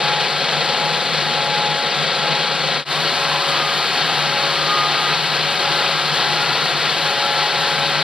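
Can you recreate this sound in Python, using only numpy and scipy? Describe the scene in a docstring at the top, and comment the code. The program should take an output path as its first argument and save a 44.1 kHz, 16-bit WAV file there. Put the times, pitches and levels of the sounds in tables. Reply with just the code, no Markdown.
"""Film projector in a small booth

Heard first across the room and, after a quick dip to near silence, beside the platters. Shaped pulses make
the pull-down's knocks, about 25 a second; coloured noise makes the lamp blower's air and the sliding film,
the perforation ticks and the exhaust duct's drone. Sines make two slowly beating blowers, the mains hum
and the platter drive's passing whines. A hum filter combs the whole sound."""
import sys
import numpy as np
from scipy import signal
from scipy.fft import rfft, irfft, next_fast_len
from scipy.io import wavfile
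from scipy.ndimage import uniform_filter1d, map_coordinates

SR = 44100
rng = np.random.default_rng(int(sys.argv[2]) if len(sys.argv) > 2 else 0)


def unload_wav(signal):
    """Save mono or channel-first audio to the path in sys.argv[1] as 16-bit WAV at rate SR, clipped to [-1, 1]."""
    wavfile.write(
        sys.argv[1],
        SR,
        np.round(np.clip(np.atleast_2d(signal).T, -1, 1) * 32767).astype(np.int16),
    )


N = 354123
T = np.arange(N) / SR  # s
SIZE = next_fast_len(N + SR // 2, True)  # room for filter tails
HZ = np.maximum(np.arange(SIZE // 2 + 1) * SR / SIZE, 1)

FRAME_HZ = 24.668
MOVE_S = 2.848  # middle of the fade between the two listening places
SHAFT_HZ, MAINS_HZ = 280.07, 50
SLIP_HZ = 0.4337  # the second blower turns this much slower than the first, so their tones beat

# knocks within one frame (film stops, loop snaps, pin leaves the cross, pin enters it):
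# position/share of the frame, level/dB
FRAME_KNOCKS = [(0.01, -0.5), (0.19, -4), (.35, -6), (.88, -3.5)]


def undb(db):
    """Decibels to gain."""
    return 10 ** (np.asarray(db) / 20)


def over_hz(table):
    """Columns of a table, joined by straight lines over log frequency."""
    hz, *columns = np.transpose(table)
    return [np.interp(np.log(HZ), np.log(hz), column) for column in columns]


def shape(x, gain):
    """Filter by a gain for each frequency."""
    return irfft(rfft(x, SIZE) * gain, SIZE)[..., :N]


def resonance(hz, width_hz):
    """Gain of a resonant peak: 1 at its centre, one half at the edges of its width."""
    return 1 / (1 + ((HZ - hz) / width_hz * 2) ** 2)


def colour(x, table):
    """Give a white signal a spectrum in dB per Hz, falling away steeply beyond its ends."""
    lowest, highest = table[0][0], table[-1][0]
    top_rolloff = 1 + (HZ / highest / 1.04) ** 20
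    bottom_rolloff = 1 + (lowest / HZ / 2) ** 10
    ends = 1 / np.sqrt(top_rolloff * bottom_rolloff)
    return shape(x / np.std(x), undb(over_hz(table)[0]) * ends * np.sqrt(SR / 2))


def walk(rate):
    """Smooth chance through `rate` random points a second, with a spread of about 1."""
    knots = rng.standard_normal(512)
    return map_coordinates(knots, [T * rate], order=3, mode="wrap")


def tone(hz):
    """A sine of rms 1 that follows a pitch curve from a random phase."""
    return np.sqrt(2) * np.sin(2 * np.pi * (np.cumsum(hz) / SR + rng.random()))


def frame_ring(room_db, rattle_s=0.0042, room_t60=0.33, evenness=0.93):
    """One frame's knocks: each a short rattle of the housing, then the booth's tail."""
    t = T[:SR // 2]
    power = 0
    for share, db in FRAME_KNOCKS:
        age = t - share / FRAME_HZ
        rattle = (age >= 0) * np.exp(-2 * age / rattle_s)
        tail = (age >= 0) * np.exp(-np.log(1e6) * age / room_t60)
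        knock = rattle / rattle.sum() + undb(room_db) ** 2 * tail / tail.sum()
        power = power + undb(db) ** 2 * knock
    ring = rfft(rng.standard_normal(len(t)) * np.sqrt(power))
    # many overlapping modes share the energy fairly evenly
    return irfft(ring / np.abs(ring) ** evenness)


def pull_down(across_room, room_db, raw_jitter_s=5.5e-5, scatter_db=1.45, sprocket_db=-0.25):
    """The gate rings the same way on every frame; the sprocket comes round once in four frames."""
    # ring of the film gate and its housing: f/Hz, level/dB per Hz
    gate_spectrum = [(120, -80), (220, -70), (450, -62.5), (1100, -68.5), (1620, -63), (2150, -61),
                     (3200, -64), (4200, -60), (5300, -63.5), (6500, -77.5), (12000, -89), (15000, -104)]
    # sharp resonances of the gate and shutter:
    # f/Hz, width/Hz, lift across the room/dB, lift at the platters/dB
    gate_modes = [(515, 66, 6.5, 4.5), (1556, 13, 8, 11.5), (1594, 30, 9, 9), (1760, 26, 4, -2),
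                  (1895, 11, 8, 5), (2493, 13, 7, 9), (3050, 35, 5, 11), (3228, 20, 12, 6),
                  (3408, 24, 8, -5), (4120, 30, 3, 1.5), (4255, 28, 0, 8.5), (5200, 44, 4, -4)]

    frames = np.arange(int((N / SR + 1) * FRAME_HZ))
    timing_chance, size_chance = rng.standard_normal((2, len(frames)))
    # neighbouring frames share their jitter, which also shrinks it
    jitter = raw_jitter_s * uniform_filter1d(timing_chance, size=3)
    at = (frames / FRAME_HZ + jitter) * SR
    size = undb(scatter_db * size_chance + sprocket_db * np.cos(np.pi * frames / 2))
    pulses = np.bincount(np.abs(np.round(at)).astype(int), size, N + SR)
    running = int(20 * SR / FRAME_HZ)  # the machine is already twenty frames into its run
    knocks = signal.fftconvolve(pulses, frame_ring(room_db))[running:running + N]
    peaks = 1
    for hz, width, far_db, near_db in gate_modes:
        lift = undb(far_db if across_room else near_db) - 1
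        peaks = peaks + lift * resonance(hz, width)
    return shape(colour(knocks, gate_spectrum), peaks)


def chatter(decay_s):
    """The film shivers after each knock: a power curve of mean 1."""
    power = 0
    for share, db in FRAME_KNOCKS:
        since_knock_s = ((FRAME_HZ * T - share) % 1) / FRAME_HZ
        power = power + undb(db) ** 2 * np.exp(-since_knock_s / decay_s)
    return power / power.mean()


def rush(far, air_chatter=0.054, hiss_chatter=0.17, near_share=0.2, flicker_db=0.65, hiss_flicker_db=1.07):
    """Blower air and sliding film, as two unrelated sounds: the direct one and the booth's diffuse one."""
    # blower and running film: f/Hz, level/dB per Hz
    air_spectrum = [(30, -85), (70, -73), (115, -73), (190, -64), (230, -64), (320, -56), (480, -59.5),
                    (720, -55), (1020, -57), (1350, -55), (2200, -59), (3200, -56.5), (4350, -55.5),
                    (4950, -61.5), (5500, -66), (6800, -80)]
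    # hiss of the film in its guides: f/Hz, level/dB per Hz
    hiss_spectrum = [(4000, -105), (6500, -71), (7600, -73.5), (9200, -78.5), (12400, -82.5), (14800, -105)]

    # the shiver is fainter at the platters
    shiver = 1 + (chatter(decay_s=0.005) - 1) * np.where(far, 1, near_share)
    air = colour(rng.standard_normal((2, N)), air_spectrum)
    air = air * np.sqrt(1 + air_chatter * shiver) * undb(flicker_db * walk(14))
    hiss = colour(rng.standard_normal((2, N)), hiss_spectrum)
    hiss = hiss * np.sqrt(1 + hiss_chatter * shiver) * undb(hiss_flicker_db * walk(34))
    return air + hiss


def perforations(per_s=140, scatter_db=3.0, ring_s=0.0017):
    """Perforations flick off the sprocket teeth in small uneven ticks: short bursts of noise."""
    # ticks of the perforations: f/Hz, level/dB per Hz
    tick_spectrum = [(900, -77), (2500, -64), (4300, -68), (5500, -79), (7000, -85), (12500, -92),
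                     (14800, -110)]

    sizes = undb(scatter_db * np.minimum(rng.standard_normal(N), 2))
    flicks = (rng.random(N) < per_s / SR) * sizes
    envelope = signal.lfilter([1], [1, -np.exp(-1 / (ring_s * SR))], flicks)
    return colour(envelope * rng.standard_normal(N), tick_spectrum)


def duct(steadiness=0.54):
    """Turbulence drones in duct resonances; its chance swells are partly evened, then it follows a level curve."""
    # duct resonances: f/Hz, width/Hz, level before the swells are evened/dB
    duct_modes = [(146.9, 10.8, -37), (157.3, 19.4, -41)]
    # level curve of the drone: t/s, level/dB
    drone_curve = [(.1, 1), (.55, 0), (.8, 3), (1.05, 0), (1.6, 1), (1.9, 0), (2.25, 2), (2.6, 0), (3, 2),
                   (3.35, -1.5), (3.72, -3), (4.15, 1.5), (4.6, 0.5), (4.9, -2), (5.17, 3), (5.6, -0.5),
                   (6, -1), (6.55, 3.5), (6.8, 0.5), (7.25, -5.5), (7.6, -.5), (8, 1.5)]

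    out = 0
    for hz, width, db in duct_modes:
        drone = shape(rng.standard_normal(N), resonance(hz, width))
        out = out + undb(db) * drone / np.std(drone)
    swell = np.sqrt(uniform_filter1d(out ** 2, size=SR // 5)) / np.std(out)
    return out / swell ** steadiness * undb(np.interp(T, *np.transpose(drone_curve)))


def blowers(shaft):
    """Two blowers sing on their second and third shaft orders and beat; airflow makes the tones flutter."""
    # tones at each listening place: shaft order, place, level of the first blower/dB,
    # second blower relative to it/dB, a moment in step/s, flutter/dB
    blower_tones = [(2, "far", -34, -10.5, 0.64, 1), (3, "far", -31.5, -4.5, 0.828, 1),
                    (2, "near", -36, -4, 3.414, -0.5), (3, "near", -33, -9, 3.42, 1.6)]
    # level curve of the two blower tones: t/s, second order/dB, third order/dB
    tone_levels = [(.1, -4, 1.5), (.33, -4, 2), (.6, 0.5, -1.5), (.9, -1, 1), (1.1, -3, -2), (1.27, -1, 5),
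                   (1.6, -.5, 2), (1.87, -.5, 4.5), (2.08, 0, -4), (2.3, 0, 0.5), (2.55, -2.5, -5),
                   (2.8, -3, -11), (3.03, 4, -1), (3.36, 0.5, 2), (3.5, 1, -6), (3.75, 0, 3.5),
                   (4.02, -3, -7), (4.2, 0, 1), (4.5, 2, 1.5), (4.7, 0, -0.5), (5.1, -5, 0.5),
                   (5.37, 2, -2), (5.55, -0.5, -1.5), (5.8, 1.5, 1.5), (6, -1, -3), (6.22, 4, 1),
                   (6.43, 2, 0.5), (6.62, -1.5, -5), (6.83, -12, -3), (7, -1.5, 3), (7.4, 10.5, 4),
                   (7.7, 3, 5.5), (8, 0, -0.5)]

    turns = np.cumsum(shaft) / SR + rng.random()
    place = np.where(T < MOVE_S, "far", "near")
    times, *curves_db = np.transpose(tone_levels)
    out = 0
    for order, where, db, second_db, in_step_s, flutter_db in blower_tones:
        slower = turns - SLIP_HZ * (T - in_step_s)
        first = np.sin(2 * np.pi * order * turns)
        second = undb(second_db) * np.sin(2 * np.pi * order * slower)
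        level_db = db + np.interp(T, times, curves_db[order - 2]) + flutter_db * walk(22)
        out = out + (place == where) * np.sqrt(2) * undb(level_db) * (first + second)
    return out


def motors(mains_db=-60, wander_hz=0.3):
    """The blower shaft wanders a little; the mains hums and adds side tones around its third order."""
    # side tones, the third order shifted by the mains:
    # multiple of the mains added, level/dB, depth of the beat across the room/dB
    sidebands = [(-2, -39, -1), (2, -40.5, 4), (8, -42, 0), (10, -38.5, 0)]
    beat_peak_s = 0.78

    shaft = SHAFT_HZ + wander_hz * walk(12)
    out = blowers(shaft)
    # across the room their levels move at the beat rate of the two blowers' third orders
    beat = (T < MOVE_S) * np.cos(2 * np.pi * 3 * SLIP_HZ * (T - beat_peak_s))
    for multiple, db, beat_db in sidebands:
        out += undb(db + beat_db * beat) * tone(3 * shaft + multiple * MAINS_HZ)
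    hum = tone(np.full(N, 2 * MAINS_HZ))
    return out + undb(mains_db) * hum


def blade_swish(width_hz=24, swish_db=-44):
    """Uneven air at the blades smears the third order into a narrow band of noise."""
    swish = shape(rng.standard_normal(N), resonance(3 * SHAFT_HZ, width_hz))
    return undb(swish_db) * swish / np.std(swish)


def platter(flutter_db=1.6, wobble_hz=2.14):
    """The drive trims its speed and sings, a little unsteadily, while it passes through a resonance."""
    # whines of the drive and its rollers: middle t/s, length/s, start f/Hz, end f/Hz, level at the middle/dB
    whines = [(2.957, .16, 1130, 1130, -33), (3.27, 0.4, 1047, 1064, -33), (3.42, 0.4, 1010, 1024, -32),
              (3.3, .5, 1117, 1123, -34.5), (3.53, 0.28, 1118, 1138, -35), (3.62, .7, 1217, 1243, -26),
              (4.2, .7, 1237, 1241, -33), (4.5, 0.19, 1058, 1076, -35), (4.556, 0.31, 1215, 1230, -31),
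              (4.68, 0.23, 1112, 1134, -34.5), (4.774, 0.44, 1221, 1236, -20.2),
              (5.053, 0.38, 1231, 1237, -25.5), (5.85, 1.35, 1238, 1245, -33.5),
              (4.604, 1.63, 3120, 3150, -44), (6.552, 0.77, 1407, 1406, -32.5),
              (7.284, 0.61, 1340, 1350, -31), (7.283, 0.32, 1353, 1366, -35),
              (7.33, .45, 1730, 1720, -34.5), (7.62, .45, 1772, 1770, -37), (7.88, 0.83, 1540, 1555, -34)]

    flutter, wobble = undb(flutter_db * walk(24)), wobble_hz * walk(16)
    out = 0
    for middle, length, start_hz, end_hz, db in whines:
        progress = np.clip((T - middle) / length + 0.5, 0, 1)
        swell = np.sin(np.pi * progress) ** 2
        pitch = start_hz + (end_hz - start_hz) * progress + wobble
        out = out + undb(db) * swell * tone(pitch)
    return out * flutter


def ports(direct, diffuse):
    """Two close microphone ports: the left one lags, and in the treble diffuse sound makes them unlike."""
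    # the two ports: f/Hz, left level/dB, right level/dB, left lag/rad, likeness/0-1
    port_table = [(60, -1.5, -8, 1.4, 1), (160, 3.5, -1.2, 1.13, 1), (402, 1.05, -0.45, 0.56, 0.99),
                  (1260, 1.5, 0.5, 0.26, 1), (2680, 1, -0.5, 0.16, 0.95), (4380, 3.5, -2.5, 0.46, 0.99),
                  (5130, 1, -9, 1.47, 1), (6060, 1.5, -2, 2.2, 0.95), (6590, -4, -3.5, 3.2, 1),
                  (7810, -4.5, 3, 2.13, 0.58), (7870, -13, -1.5, 1.6, .3), (8770, -3.5, 2.5, .9, 0.46),
                  (9800, 0, 3, 3.1, 0.47), (11600, -5, 2, 2.8, .1), (14000, -8, 5, 5.7, .15)]

    left_db, right_db, lag, likeness = over_hz(port_table)
    left = shape(direct, undb(left_db))
    right = shape(direct, undb(right_db) * likeness * np.exp(1j * lag))
    right += shape(diffuse, undb(right_db) * np.sqrt(1 - likeness ** 2))
    return np.array([left, right])


def scene(far_knock_db=2, near_knock_db=-0.5):
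    """Across the room the gate knocks clearly, facing us; at the platters it comes by way of the walls."""
    # colour across the room, against that at the platters: f/Hz, level/dB
    far_colour = [(65, -3.5), (130, -4), (160, 1.5), (195, 4.5), (260, 0.5), (350, -2.5), (500, 1),
                  (1000, -2), (2500, -1.5), (4200, -0.8), (5300, -3.5), (7000, -0.5), (11500, -4.5),
                  (13000, -4.5)]

    far = T < MOVE_S
    far_knocks = undb(far_knock_db) * pull_down(True, room_db=2.5)
    near_knocks = undb(near_knock_db) * pull_down(False, room_db=10)
    machine = rush(far)
    machine[0] += np.where(far, far_knocks, near_knocks) + perforations() + duct()
    across_room = shape(machine, undb(over_hz(far_colour)[0]))
    direct, diffuse = np.where(far, across_room, machine)
    return ports(direct + motors() + blade_swish() + platter(), diffuse)


def record(dry, memory=0.54, depth=0.95):
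    """The hum filter takes out most of what repeats 300 times a second; then the fade and the top cut."""
    half_fade_s, floor_db = 0.074, -33  # length of each half of the fade, what is left at its bottom
    top_hz = 15000

    cycle = np.exp(-2j * np.pi * HZ / 300)  # delay of one repeat
    repeating = (1 - memory) / 2 * (1 + cycle) / (1 - memory * cycle)
    fade = np.minimum(np.hypot(np.abs(T - MOVE_S) / half_fade_s, undb(floor_db)), 1)
    fade = fade * signal.windows.tukey(N, 0.001)  # soft start and end
    sound = shape(dry, 1 - depth * repeating) * fade
    top_cut = signal.ellip(8, 0.2, 70, top_hz, fs=SR, output="sos")
    return signal.sosfilt(top_cut, sound)


dry = scene()
out = record(dry)
unload_wav(out)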